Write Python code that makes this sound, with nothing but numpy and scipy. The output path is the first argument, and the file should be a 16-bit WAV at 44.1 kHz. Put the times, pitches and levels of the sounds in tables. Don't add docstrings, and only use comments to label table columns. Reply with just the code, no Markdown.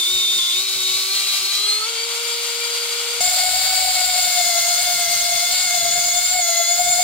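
import sys
import numpy as np
from scipy import signal
from scipy.fft import rfft, irfft
from scipy.io import wavfile

SR = 44100
rng = np.random.default_rng(int(sys.argv[2]) if len(sys.argv) > 2 else 0)


def transcribe(signal):
    frames = np.atleast_2d(signal).T
    limited = np.clip(frames, -1, 1)
    pcm = np.round(limited * 32767).astype(np.int16)
    wavfile.write(sys.argv[1], SR, pcm)


N = 310023
T = np.arange(N) / SR
BINS = np.fft.rfftfreq(N, 1 / SR)
CUT_S, EDGE_HZ = 3.2065, 15800
PINION_TEETH = 10
WHEEL_RATIO = 10 / 32
SLOW_RATIO = WHEEL_RATIO / 4
CUTTER_RATIO = 74

# frequency in Hz, lead of the left in radians.
PHASE_LEAD = [(100, 0.37), (600, 0.46), (1200, 1.31), (2500, 0.38), (4200, 0.98), (6000, 2.84),
              (7300, 5.03), (9000, 5.8), (11000, 10.86), (15000, 10.9)]


def amp(db):
    return 10 ** (np.asarray(db) / 20)


def unit(x):
    return x / np.sqrt(np.mean(abs(x) ** 2) + 1e-20)


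def curves(rows):
    times, *columns = np.transpose(rows)
    return [np.interp(T, times, column) for column in columns]


def at_hz(rows, hz, column=1):
    table = np.transpose(rows)
    return np.interp(np.log(hz + 1), np.log(table[0] + 1), table[column])


def peaks(bumps, at):
    return sum(db / (1 + (2 * (at - centre) / width) ** 2) for centre, width, db in bumps)


def wander(hz, size=4096):
    rates = np.fft.rfftfreq(size, T[-1] / size)
    slow = irfft(rfft(rng.standard_normal(size)) / np.sqrt(1 + (rates / hz) ** 4))
    return np.interp(T, np.linspace(0, T[-1], size), unit(slow))


def loaded(load, light, heavy):
    return light + (heavy - light) * load


def throb(sway, cutter_db, waver_db, waver_hz):
    return cutter_db * sway + waver_db * np.tanh(wander(waver_hz))


def sides(pan_db):
    pair = np.array([amp(pan_db / 2), amp(-pan_db / 2)]).reshape(2, -1)
    return pair / np.sqrt(np.mean(pair ** 2, axis=0))


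def port_noise(envelope):
    # frequency in Hz, left over right in dB.
    balance = [(100, -0.5), (500, 0), (740, -1), (1200, 2), (2200, -2.5), (3300, 2.5), (4600, 6.5),
               (5800, 2), (7200, -1), (8000, 16), (9200, 4.5), (10400, 0.5), (12500, -0.5), (15000, 1.5)]
    # frequency in Hz, coherence from 0 to 1.
    coherence = [(60, 0.83), (700, 0.67), (1700, 0.47), (2300, 0.6), (4000, 0.31), (6500, 0.46),
                 (9000, 0.2), (14000, 0.74)]
    left, independent = rfft(rng.standard_normal((2, N)) * envelope)
    shared = np.clip(at_hz(coherence, BINS), 0, 1)
    right = shared * left + np.sqrt(1 - shared ** 2) * independent
    right = right * np.exp(-1j * at_hz(PHASE_LEAD, BINS))
    return np.array([left, right]) * sides(at_hz(balance, BINS))


def coloured(spectra, colour):
    return unit(irfft(spectra * amp(at_hz(colour, BINS)), N))


def room_boom():
    spectra = port_noise(amp(3.7 * wander(3)))
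    return amp(-73) * coloured(spectra, [(15, -15), (55, 0), (110, -22), (400, -70)])


def bench_rumble(drive_db):
    # frequency in Hz, relative level in dB.
    rumble_colour = [(20, -30), (40, -18), (60, 2.5), (95, -1.5), (140, -0.5), (220, -5.5), (330, -9),
                     (600, -3), (2000, -58)]
    return amp(drive_db + 2.5) * coloured(port_noise(amp(2.9 * wander(7.8))), rumble_colour)


def shaft(speed, free_hz, laden_hz, waver, surge_hz, catch_s, lag_turns):
    hz, = curves(speed)
    load = np.clip((free_hz - hz) / (free_hz - laden_hz), 0, 1)
    cutter_turns = np.cumsum(hz) / SR / CUTTER_RATIO
    since_catch = cutter_turns - np.interp(catch_s, T, cutter_turns)
    sway = np.cos(2 * np.pi * (since_catch - lag_turns * load))
    hz = hz * (1 + waver * wander(27.1)) + surge_hz * load * sway
    return np.cumsum(hz) / SR, hz, load, sway


def tone(turns, order, pan_db, rough, flutter_hz):
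    angle = 2 * np.pi * ((order * turns + rng.random()) % 1).astype(np.float32)
    lead = np.float32(at_hz(PHASE_LEAD, order * turns[-1] / T[-1]))
    left_flutter, quadrature, right_flutter = (rough * wander(flutter_hz) for _ in range(3))
    left = (1 + left_flutter) * np.cos(angle) + quadrature * np.sin(angle)
    right = (1 + right_flutter) * np.cos(angle - lead) + quadrature * np.sin(angle - lead)
    return sides(pan_db) * np.array([left, right]) / np.sqrt(.5 + rough ** 2)


def rattle_and_rasp(turns, load, levels, colour, rattle_db, rasp_db, depths):
    # centre in Hz, width in Hz, gain in dB.
    bin_modes = [(1310, 230, 4), (2210, 174, 7.5), (2380, 150, -6.5), (3460, 210, 2), (4140, 180, 2.5),
                 (4610, 110, 5), (5800, 370, -3.5), (7230, 230, 4), (9140, 540, 4)]
    # frequency in Hz, relative level in dB.
    rasp_colour = [(150, -46), (500, -28), (2000, -18), (6000, -0.5), (9000, 0.5), (11500, -0.5),
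                   (14500, -3.5), (16000, -5)]
    rattle_level, rasp_level = curves(levels)
    shaft_depth, wheel_depth, slow_depth = depths
    angle = 2 * np.pi * turns
    bursts = np.exp(shaft_depth * (np.cos(angle) + .5 * np.cos(2 * angle))
                    + wheel_depth * np.cos(WHEEL_RATIO * angle)
                    + slow_depth * np.cos(SLOW_RATIO * angle))
    bursts = unit(bursts * amp(0.72 * wander(12)))
    bass_cut = (BINS ** 2 / (BINS ** 2 + 190 ** 2)) ** 2
    knocks = port_noise(bursts) * bass_cut * amp(peaks(bin_modes, BINS))
    light, heavy = (irfft(knocks * amp(at_hz(colour, BINS, column)), N) for column in (1, 2))
    rattle = unit(loaded(load, light, heavy)) * amp(rattle_level + rattle_db)
    rasp = coloured(port_noise(bursts), rasp_colour) * amp(rasp_level + rasp_db)
    return rattle + rasp


def gear_tones(turns, load, orders, levels, smear):
    # centre in Hz, width in Hz, gain in dB.
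    housing_modes = [(1293, 91, 14.5), (2127, 180, -2), (3220, 130, 9), (8420, 100, 4.5)]
    shaft_hz = np.gradient(turns) * SR
    grid_hz = np.linspace(0, SR / 2, 2048)
    response = amp(peaks(housing_modes, grid_hz))
    tones = np.zeros((2, N))
    for order, (light_db, heavy_db, pan_db) in zip(orders, levels):
        lift = np.interp(order * shaft_hz, grid_hz, response)
        level = loaded(load, amp(light_db), amp(heavy_db)) * lift
        play = (order / PINION_TEETH) ** smear
        swell = unit(amp(3 * np.tanh(wander(9.2))))
        tones += level * swell * tone(turns, order, pan_db, rough=.65 * play, flutter_hz=42 * play)
    return tones


def slow_hum(turns, hz, load, sway):
    # centre in Hz, width in Hz, gain in dB.
    hum_modes = [(353.5, 9.1, -10), (394, 8.3, -12.5), (483, 58, 9)]
    hum_db = -44.5 + peaks(hum_modes, hz) + load * throb(sway, cutter_db=0, waver_db=2.5, waver_hz=6.2)
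    return amp(hum_db) * tone(turns, 1, pan_db=0, rough=.13, flutter_hz=24.94)


def slow_whine(turns, hz, load, sway):
    # centre in Hz, width in Hz, gain in dB.
    whine_modes = [(3627, 580, 14), (3851, 140, -12.5), (4125, 540, 12)]
    octave_modes = [(7440, 300, 6.3), (8180, 220, 7.8)]
    mesh_hz = PINION_TEETH * hz
    swing_db = throb(sway, cutter_db=loaded(load, 2.6, .7), waver_db=loaded(load, 2, .8), waver_hz=9)
    whine_db = -35 + peaks(whine_modes, mesh_hz) + swing_db
    slack = .14 + .65 * (1 - load) ** 2
    whine = amp(whine_db) * tone(turns, PINION_TEETH, pan_db=.3, rough=slack, flutter_hz=28)
    octave_db = whine_db - 16.5 + peaks(octave_modes, 2 * mesh_hz)
    return whine + amp(octave_db) * tone(turns, 2 * PINION_TEETH, pan_db=15, rough=.65, flutter_hz=70)


def fast_hum(turns, load, sway):
    # time in seconds, level in dB.
    hum_levels = [(3.2, -29.5), (4.2, -31.5), (4.55, -27.5), (5.15, -31), (5.7, -29.5), (6.5, -28),
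                  (6.9, -25.5)]
    # centre in seconds, width in seconds, gain in dB.
    hum_dips = [(5.59, 0.06, -20), (6.28, 0.05, -16)]
    swing_db = throb(sway, cutter_db=loaded(load, .76, 2.4), waver_db=3.2, waver_hz=15.2)
    hum_db = curves(hum_levels)[0] + peaks(hum_dips, T) + swing_db
    hum = amp(hum_db) * tone(turns, 1, pan_db=8.5, rough=.35, flutter_hz=22)
    chatter = amp(hum_db - 10.5) * tone(turns, .99, pan_db=9, rough=1.4, flutter_hz=57.6)
    return hum + chatter


def fast_whine(turns, sway):
    # time in seconds, relative level in dB.
    whine_levels = [(3.3, -24), (3.72, -35), (4.1, -27.5), (4.62, -27.5), (5.15, -36), (5.55, -27),
                    (6.0, -22.5), (6.7, -22), (7.03, -22)]
    whine_db = curves(whine_levels)[0] + 1.5 + throb(sway, cutter_db=1.4, waver_db=3, waver_hz=18)
    return amp(whine_db) * tone(turns, PINION_TEETH, pan_db=2.9, rough=.28, flutter_hz=30)


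def six_volts():
    # time in seconds, motor turns per second.
    speed = [(0.0, 360.9), (0.06, 353.8), (0.13, 369), (0.27, 360.3), (0.37, 365.3), (0.41, 353.6),
             (0.53, 356), (0.64, 381.6), (0.9, 374.4), (1.2, 391), (1.36, 393.8), (1.43, 385.2),
             (1.79, 422.2), (1.89, 458.3), (1.99, 457.7), (2.07, 468), (3.2, 473.7)]
    orders = [2, 3, 3.125, 4, 5, 6, 6.25, 7, 8, 9, 9.6875, 10.3125, 11, 12, 13, 14, 16, 17, 18, 19, 20, 21,
              23, 24, 25, 26, 30]
    # relative dB at light load, at heavy load, left over right in dB.
    order_levels = [(-47, -57, 3), (-45.5, -46, -9), (-52, -59, 5), (-51.5, -50, 10), (-36.5, -55.5, 13.5),
                    (-43.5, -40.5, 22), (-71, -41, 0), (-43, -40.5, -17), (-41, -41, 3), (-41.5, -41, 4),
                    (-54, -44, -9), (-55, -36, 7), (-43, -28.5, -1), (-46, -42.5, 26), (-43, -46, 20),
                    (-52, -39, 21), (-36.5, -45, 24), (-63, -39, 5), (-53, -41, 21), (-56, -44, 18),
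                    (-50, -37.5, -31), (-56, -40, -23), (-56, -57, 5), (-62, -42.5, -3), (-55, -47, 10),
                    (-68, -42.5, 11), (-62, -42, -2)]
    # time in seconds, relative dB of gear rattle, of blade rasp.
    noise_levels = [(0.0, -32, -32.5), (0.7, -30, -38.5), (1.35, -28, -36.5), (1.85, -30.5, -42.5),
                    (2.3, -30.5, -37), (3.2, -30, -38)]
    # frequency in Hz, relative dB at light load, at heavy load.
    rattle_colour = [(287, -29, -57), (494, -19, -23.5), (740, -13, -17), (1390, -10, -14.5),
                     (1760, -15, -20), (2060, -9, -12), (3300, -2, -5.5), (4400, -3.5, -1.5),
                     (5640, -7, -3), (6460, -4.5, -4), (7160, -8, -8), (9100, -11, -12.5),
                     (10400, -17.5, -13), (15500, -23.5, -14)]
    turns, hz, load, sway = shaft(speed, free_hz=445, laden_hz=379, waver=.003, surge_hz=1.18,
                                  catch_s=2.007, lag_turns=.32)
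    hum = slow_hum(turns, hz, load, sway)
    whine = slow_whine(turns, hz, load, sway)
    swing_db = throb(sway, cutter_db=loaded(load, 1.8, .32), waver_db=1.5, waver_hz=8)
    knocking = unit(amp(curves(noise_levels)[0] + swing_db))
    gears = knocking * gear_tones(turns, load, orders, order_levels, smear=.85)
    noise = rattle_and_rasp(turns, load, noise_levels, rattle_colour, rattle_db=5.5, rasp_db=5,
                            depths=(.29, .073, .02))
    shake_db = load * throb(sway, cutter_db=5, waver_db=-1, waver_hz=4.7)
    rumble = bench_rumble(loaded(np.sqrt(load), light=-79, heavy=-57) + shake_db)
    return hum + whine + gears + noise * amp(.24 * sway) + rumble


def ten_volts():
    speed = [(3.21, 718.5), (3.75, 747.5), (4.0, 732.4), (4.4, 715), (4.56, 688), (4.84, 718.8),
             (5.04, 695), (5.47, 701.5), (5.57, 726.7), (5.86, 689), (5.94, 704), (6.13, 704), (6.37, 728),
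             (6.45, 690.4), (6.6, 681.5), (6.82, 712.5), (7.03, 712.5)]
    orders = [.078, 1.5625, 2, 2.344, 3, 3.125, 4, 5, 6, 6.25, 6.5625, 6.875, 7, 8, 9, 9.375, 9.6875,
              10.3125, 11, 11.3125, 12, 13, 14, 19, 20, 21, 22]
    order_levels = [(-51.5, -62.5, 0), (-65, -63, -1.5), (-41, -41.5, 3.5), (-56, -48.5, 5),
                    (-31, -30.5, 1.5), (-43.5, -33.5, 0), (-47, -48.5, 15), (-35, -32.5, 0.5),
                    (-50, -32, -2), (-30.5, -39.5, -5), (-51, -48, 4), (-56, -37, 10), (-54, -33, 21),
                    (-48, -39.5, -18), (-54, -27.5, -4), (-50, -35, 22), (-44, -58, -4), (-30.5, -46, -17),
                    (-37, -34, -30), (-59, -59, 12), (-41, -37.5, 35), (-38.5, -36, 33), (-56, -49, 3),
                    (-51, -48, 9), (-38, -39, 2), (-38, -37, -11), (-62, -48, 1)]
    noise_levels = [(3.2, -23.6, -31.5), (4.7, -23.5, -32.5), (5.9, -24.5, -34.5), (6.4, -27, -33),
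                    (7.03, -27.8, -33)]
    rattle_colour = [(337, -32, -52), (527, -16.5, -15.5), (748, 1.5, -22), (873, -17, -17),
                     (1820, -13, -16), (2350, -8, -11.5), (3190, -6.5, -7), (4640, 2, -2),
                     (5730, -7.5, -5.5), (6640, -7, -8), (7130, -2.5, -7.5), (9640, -13, -11.5),
                     (10250, -16.5, -17.5), (15500, -21, -13)]
    # time in seconds, relative level in dB.
    shaking = [(3.2, -53.5), (4.3, -58), (4.75, -53.5), (5.3, -53), (5.65, -52.5), (5.95, -46.5),
               (6.62, -61.5), (6.85, -51)]
    turns, _, load, sway = shaft(speed, free_hz=730.7, laden_hz=711, waver=.002502, surge_hz=4.5,
                                 catch_s=4.488, lag_turns=0)
    hum = fast_hum(turns, load, sway)
    whine = fast_whine(turns, sway)
    gears = gear_tones(turns, load, orders, order_levels, smear=.6)
    noise = rattle_and_rasp(turns, load, noise_levels, rattle_colour, rattle_db=3, rasp_db=6,
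                            depths=(.31, .096, .049))
    rumble = bench_rumble(curves(shaking)[0] + throb(sway, cutter_db=1, waver_db=.5, waver_hz=7.3))
    return hum + whine + gears + noise + rumble


def scene():
    return np.where(T < CUT_S, six_volts(), ten_volts()) + room_boom()


def record(dry):
    low_pass = signal.firwin(511, EDGE_HZ, window=("kaiser", 9), fs=SR)
    return signal.oaconvolve(dry, low_pass[None], "same")


dry = scene()
out = record(dry)
transcribe(out)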